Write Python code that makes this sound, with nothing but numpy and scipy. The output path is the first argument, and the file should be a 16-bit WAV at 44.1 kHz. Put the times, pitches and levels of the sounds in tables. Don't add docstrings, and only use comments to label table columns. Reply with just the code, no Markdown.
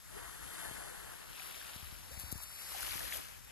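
import sys
import numpy as np
from scipy import signal
from scipy.fft import rfft, irfft, next_fast_len
from scipy.io import wavfile
from scipy.ndimage import uniform_filter1d, map_coordinates

SR = 44100
rng = np.random.default_rng(int(sys.argv[2]) if len(sys.argv) > 2 else 0)


def store_pcm(level_fs):
    pcm = np.round(np.clip(level_fs, -1, 1) * 32767).astype(np.int16)
    wavfile.write(sys.argv[1], SR, np.atleast_2d(pcm).T)


def voltage_ratio(level):
    return 10 ** (np.asarray(level, float) / 20)


N = 154791
T = np.arange(N) / SR
HZ = np.fft.rfftfreq(next_fast_len(N + 4096), 1 / SR)

# left_lag_ms, strip_width_ms, sand_echo_0_to_1
WAVE_ANGLES = [(.285, .06, .35), (-.328, .345, .1), (-.345, .012, 0), (-.2, .26, .1)]
# port_ring_hz, fizz_db, bubbles_db
WAVE_PLACES = [(10890, -6, -4.5), (11370, -1.5, -1.5), (11100, -15.5, 0), (11440, -1.5, -4)]
# left_ms, left_share, right_ms, right_share
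BODY_ECHOES = [(.178, .9, .0735, .8), (.1, .1, .19, .2), (.18, .05, .2, .3), (.1, .1, .19, .3)]


def wave(swell, span_s, angle, place, body):
    # freq_hz, level_db
    foam_colour = [(250, 7), (650, 6), (1050, 7), (1650, 8.5), (2600, 6.5), (5000, 2.5), (9500, -0.5),
                   (14500, -1)]
    sand_ms, edge_s = .092, 0.27
    s, level_db, bright_db = np.transpose(swell)
    lag_ms, width_ms, sand = angle
    ring_hz, fizz_db, bubbles_db = place

    since_start_s = T - s[0] + .5 * edge_s
    until_end_s = s[-1] - T + .5 * edge_s
    edge = np.clip(np.minimum(since_start_s, until_end_s) / edge_s, 0, 1)
    swelling = edge * voltage_ratio(np.interp(T, s, level_db))
    brightening = voltage_ratio(np.interp(T, s, bright_db))
    top = HZ ** 2 / (HZ ** 2 + 2400 ** 2)
    colour = voltage_ratio(read(foam_colour, HZ)) * (1 + sand * delay(sand_ms)) / (1 + .5 * sand)

    out = 0
    for place_on_strip in (-.5, -.1, .5):
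        foam = hiss(2.43, 1.37, *span_s)
        foam = foam + voltage_ratio(fizz_db) * grains(2500, 12900, 2.11, 900, 3.1, count=8)
        foam = shaped(foam, colour)
        foam = foam + .3 * voltage_ratio(bubbles_db) * grains(450, 2600, 7, 90, 5, count=8)
        high = shaped(foam, top)
        foam = (foam - high + high * brightening) * swelling
        out = out + ports(foam, lag_ms + place_on_strip * width_ms, ring_hz, *body)
    return voltage_ratio(-4.5) * out


def hiss(patchy_db, flicker_db, from_s=0., to_s=9.):
    span = (T >= from_s) & (T <= to_s)
    z = signal.stft(rng.standard_normal(N)[span], nperseg=256)[2]
    frames = z.shape[1]
    patches = rng.standard_normal((129, frames))
    patches = uniform_filter1d(patches, size=3, axis=0)
    patches = evened(uniform_filter1d(patches, size=14, axis=1))
    flicker = evened(uniform_filter1d(rng.standard_normal(frames), size=8))
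    z = z * voltage_ratio(patchy_db * patches + flicker_db * flicker)
    out = np.zeros(N)
    out[span] = evened(signal.istft(z, nperseg=256)[1][:span.sum()])
    return out


def grains(lo_hz, hi_hz, cycles, per_s, spread_db, count):
    out = np.zeros(N + SR)
    bubbles_per_pitch = int(per_s * N / SR / count)
    for hz in np.geomspace(lo_hz, hi_hz, count):
        when, luck = rng.random((2, bubbles_per_pitch, 1))
        one = bubble(hz, cycles, .12) * np.sqrt(hz)
        at = (when * N).astype(int) + np.arange(len(one))
        loudness = voltage_ratio(-spread_db * np.log(luck + 0.0091))
        out += np.bincount(at.ravel(), (loudness * one).ravel(), N + SR)
    return evened(out[:N])


def bubble(hz, cycles, glide):
    u = np.arange(0, 2.5, hz / cycles / SR)
    envelope = 3 * u * np.exp(1 - 3 * u)
    return np.sin(2 * np.pi * cycles * u * (1 + glide * u)) * envelope


def travel(pair, bent, scatter, drift_ms, low):
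    # freq_hz, level_db, lag_rad
    bend_points = [(1400, 1, 0), (1960, 6.5, 1.38), (2510, 2, 1), (2820, 8.5, 1.15), (3900, 3.5, 1.16),
                   (5260, -4, 2.1), (7870, 9, 0), (12900, -6, 2.3)]
    # start_s, end_s
    run_s = (2.33, 2.81)
    hz, db, lag_rad = np.transpose(bend_points)
    low_lag_rad = low * 2 * HZ * 800 / (HZ ** 2 + 800 ** 2)
    bend_lag_rad = bent * read(np.c_[hz, lag_rad], HZ) + low_lag_rad
    bend = voltage_ratio(bent * read(np.c_[hz, db], HZ)) * np.exp(-1j * bend_lag_rad)

    ragged = uniform_filter1d(rng.standard_normal(len(HZ)), size=900)
    ragged = evened(uniform_filter1d(ragged, size=900))
    scattering = np.exp(1j * scatter * ragged * HZ ** 4 / (HZ ** 4 + 7000. ** 4))

    left, right = shaped(pair, np.array([bend, scattering]))
    if drift_ms:
        late_samples = np.interp(T, run_s, [0, drift_ms * 1e-3 * SR])
        left = map_coordinates(left, [np.arange(N) - late_samples], order=3)
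    return np.array([left, right])


def nearby():
    # start_s, level_db, pitch_hz, ring_cycles
    single_bubbles = [(0.276, -51.5, 1023, 11), (0.294, -41, 1220, 2.1), (0.651, -43.5, 1510, 5.8),
                      (0.678, -46, 1670, 4.9), (1.253, -51, 1320, 3.2), (1.396, -34, 2350, 6.3),
                      (1.419, -40, 1420, 2.8), (1.612, -41, 1580, 6.8), (2.385, -47, 950, 3),
                      (2.402, -42, 1000, 1.9), (2.799, -36, 890, 2), (2.828, -36.5, 1410, 7.5),
                      (2.853, -59, 1780, 3.7), (2.879, -30.5, 1400, 1.2), (2.919, -32.5, 2210, 3),
                      (2.979, -38.5, 1880, 3.9), (3.005, -35, 1670, 4.6), (3.054, -41, 1710, 8.6),
                      (3.123, -26.5, 1930, 3), (2.909, -28, 4300, 3), (3.133, -35, 3200, 11),
                      (3.144, -37, 2980, 9.6), (2.83, -36, 4300, 5), (2.718, -39.5, 1090, 3.1)]
    # start_s, level_db, pitch_hz
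    large_bubbles = [(.161, -50, 395), (.198, -67, 500), (1.4, -51.5, 702), (1.57, -52, 640),
                     (2.746, -39, 735), (2.76, -43.5, 675), (3.008, -46, 623), (3.136, -48, 604),
                     (3.149, -45, 552), (3.159, -46, 640), (3.192, -56, 610)]
    # start_s, level_db
    drop_hits = [(.093, -41), (1.564, -39), (1.601, -38), (2.116, -42), (2.199, -28), (2.314, -38),
                 (2.322, -35), (2.325, -33), (2.378, -29), (2.412, -39), (2.551, -37), (2.709, -36),
                 (2.808, -34), (3.104, -35), (3.161, -32), (3.447, -45)]
    # start_s, length_s, level_db
    splash_bursts = [(2.177, 0.054, -48), (2.312, 0.021, -43.5), (2.414, 0.037, -49), (2.81, 0.034, -45),
                     (2.914, 0.0045, -50), (3.121, 0.035, -46), (3.152, 0.028, -45)]
    drop_ms = 0.4
    far, near, beside = np.zeros((3, N))

    rings = [tuple(row) for row in single_bubbles] + [tuple(row) + (5.5,) for row in large_bubbles]
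    for s, db, hz, cycles in rings:
        spot = far if s < 1.3 else near if s < 2.6 else beside
        add(spot, s, voltage_ratio(db - 1.5) * bubble(hz, cycles, 0.04))

    decay = np.exp(-np.arange(399) / SR * 1000 / drop_ms)
    for s, db in drop_hits:
        click = evened(np.diff(rng.standard_normal(400)))
        add(near if 2 < s < 2.6 else beside, s, voltage_ratio(db) * click * decay)

    for s, length_s, db in splash_bursts:
        z = rng.standard_normal((3, 4000))
        u = np.arange(0, 1, 1 / (length_s * SR))[:4000]
        lumps = voltage_ratio(3.5 * evened(uniform_filter1d(z[2], size=50)))
        spray = signal.lfilter([1, -.6], [1], z[:2] * lumps)
        spray = voltage_ratio(db) * np.sin(np.pi * u) * spray[:, :len(u)]
        add(near, s, spray[0] * (1 if s < 2.6 else .6))
        add(beside, s, spray[1] * (.4 if s < 2.6 else 1))

    return (ports(far, WAVE_ANGLES[0][0], WAVE_PLACES[0][0], *BODY_ECHOES[0])
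            + ports(near, WAVE_ANGLES[2][0], 11450, *BODY_ECHOES[2])
            + ports(beside, -0.234, 11860, *BODY_ECHOES[3]))


def sea():
    # freq_hz, level_db
    surf_colour = [(40, 4), (120, 26), (300, 7), (1300, 11), (3000, 5.5), (6000, 6.5), (14500, 1)]
    colour = voltage_ratio(read(surf_colour, HZ))
    surf = sum(ports(shaped(hiss(1.5, .8), colour), lag_ms, 11300) for lag_ms in (-.33, -.1, .19))
    return voltage_ratio(-66) * surf


def wind():
    # time_s, level_db
    gusts = [(0.0, -67.5), (0.25, -65.5), (0.35, -76), (0.44, -59), (0.57, -81), (0.67, -62.5),
             (0.97, -73.5), (1.07, -67), (1.14, -76), (1.73, -70), (1.86, -64), (1.9, -62), (2.36, -62),
             (2.53, -74.5), (3.02, -60.5), (3.28, -69.5), (3.42, -65.5), (3.5, -69)]
    # freq_hz, level_db
    rumble_colour = [(28, -33), (40, -8), (52, 1.6), (90, -8.5), (160, -18), (300, -23), (600, -58)]
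    # start_s, level_db, pitch_hz, fall_30db_s, snap_turns
    port_thumps = [(0.41, -61, 71, 0.018, 0.25), (0.464, -65, 71, 0.055, 0.68),
                   (0.712, -55.5, 69.5, 0.025, 0.77), (1.761, -54.5, 69.4, 0.021, 0.4),
                   (1.828, -58.5, 71, 0.12, 0.24), (1.926, -57, 70.4, 0.025, 0.26),
                   (2.118, -60, 69.5, 0.066, 0.16), (2.175, -53.5, 69.4, 0.045, 0.17),
                   (2.237, -55.5, 72.4, 0.083, 0.33), (2.326, -47.5, 69, 0.034, 0.68),
                   (2.356, -50.5, 71, 0.03, 0.3), (2.956, -54.5, 70.4, 0.015, 0.5),
                   (3.408, -71, 71, 0.068, 0.39)]
    gust_s, gust_db = np.transpose(gusts)
    a, b, lumps = rng.standard_normal((3, N))
    lumps = uniform_filter1d(uniform_filter1d(lumps, size=1500), size=1500)
    lumps = voltage_ratio(0.9 * evened(lumps))
    rumble = evened(shaped(np.array([a * lumps, b]), voltage_ratio(read(rumble_colour, HZ))))
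    a, b = rumble * voltage_ratio(np.interp(T, gust_s, gust_db))

    thumps, t = np.zeros(N), T[:6000]
    for s, db, hz, fall_30db_s, snap in port_thumps:
        turns = hz * t + snap * (1 - np.exp(-t / .002))
        add(thumps, s, voltage_ratio(db + 17 - 30 * t / fall_30db_s) * np.sin(2 * np.pi * turns))

    left = voltage_ratio(9.5) * a + thumps
    right = voltage_ratio(3.5) * (0.78 * b - 0.72 * a) - voltage_ratio(-25) * thumps
    return np.array([left, right])


def ports(x, lag_ms, ring_hz, left_ms=.1, left=0., right_ms=.1, right=0.):
    # freq_hz, level_db
    right_colour = [(100, 0), (2000, -3.5), (4000, -1), (6000, -0.6), (9700, 3.3), (11500, -8),
                    (13500, -11), (14500, -42)]
    ring_width_hz = 990 * np.where(HZ > ring_hz, 1.4, 1)
    ring = voltage_ratio(13 * np.exp(-((HZ - ring_hz) / ring_width_hz) ** 2))
    left_echo = left * delay(left_ms) / (1 + (HZ / 8000) ** 4)
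    left_port = ring * delay(1 + lag_ms) * (1 + left_echo)
    right_port = -voltage_ratio(read(right_colour, HZ)) * delay(1) * (1 + right * delay(right_ms))
    return shaped(x, np.array([left_port, right_port]))


def delay(ms):
    return np.exp(-2j * np.pi * 1e-3 * ms * HZ)


def shaped(x, gain):
    size = 2 * len(HZ) - 2
    return irfft(rfft(x, size) * gain, size)[..., :N]


def read(points, hz):
    f, value = np.transpose(points)
    return np.interp(np.log(hz + 1), np.log(f + 1), value)


def evened(x):
    return x / np.sqrt(np.mean(x ** 2) + 1e-20)


def add(mix, s, sound):
    part = mix[round(s * SR):][:len(sound)]
    part += sound[:len(part)]


def starve(pair, under_other_db, under_own_db):
    z = signal.stft(pair, nperseg=2048)[2][:, :1024]
    power = (abs(z) ** 2).reshape(2, 128, 8, -1).mean(2)
    power = uniform_filter1d(power, size=2, axis=1)
    level = 10 * np.log10(abs(power) + 1e-20)
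    under_other = level < level[::-1] - under_other_db
    under_own = level < uniform_filter1d(level, size=15, axis=1) - under_own_db
    empty = under_other | under_own
    empty[:, :9] = False
    z = np.pad(z * np.repeat(~empty, 8, axis=1), ((0, 0), (0, 1), (0, 0)))
    return signal.istft(z, nperseg=2048)[1][:, :N]


def scene():
    # time_s, level_db, top_brightness_db
    swells = [
        [(0.0, -69, 6), (0.184, -52, -3.5), (0.39, -55, 0), (0.64, -51, 1.5), (1.3, -56.5, -5)],
        [(1.15, -54.5, 1), (1.176, -55.5, -9.5), (1.436, -51, -2), (1.72, -50.5, -5), (2.15, -61.5, 0.5)],
        [(1.95, -63, -26), (2.12, -54, 1), (2.5, -60, 8), (2.7, -54, 5.5), (2.8, -46.5, -1.5)],
        [(2.5, -67.5, 3.5), (2.824, -46.5, 0.5), (3.15, -46, -2), (3.432, -61, -7), (3.5, -48.5, -26)],
    ]
    # start_s, end_s
    spans = [(0, 1.55), (.9, 2.4), (1.6, 3.05), (2.25, 3.6)]
    # bent_share, top_scatter_rad, lag_drift_ms, low_lag_rad
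    paths = [(1, 1.2, 0, -.5), (0, .5, 0, .8), (0, .3, .05, .1), (0, 2.6, 0, .6)]
    washes = map(wave, swells, spans, WAVE_ANGLES, WAVE_PLACES, BODY_ECHOES)
    waves = sum(travel(wash, *path) for wash, path in zip(washes, paths))
    return waves + nearby() + sea() + wind()


def roll_off(x):
    return signal.sosfilt(signal.butter(12, 14450, fs=SR, output="sos"), x)


def record(dry):
    turn = np.array([[1, 0.99], [1, -0.89]]) / np.sqrt(2)
    x = shaped(dry, 1 / (1 + (HZ / 14520) ** 120))
    mid_side = starve(turn @ x, np.array([6, 9])[:, None, None], 99)
    x = starve(turn @ mid_side, 17, 5)
    return roll_off(x)


dry = scene()
out = record(dry)
store_pcm(out)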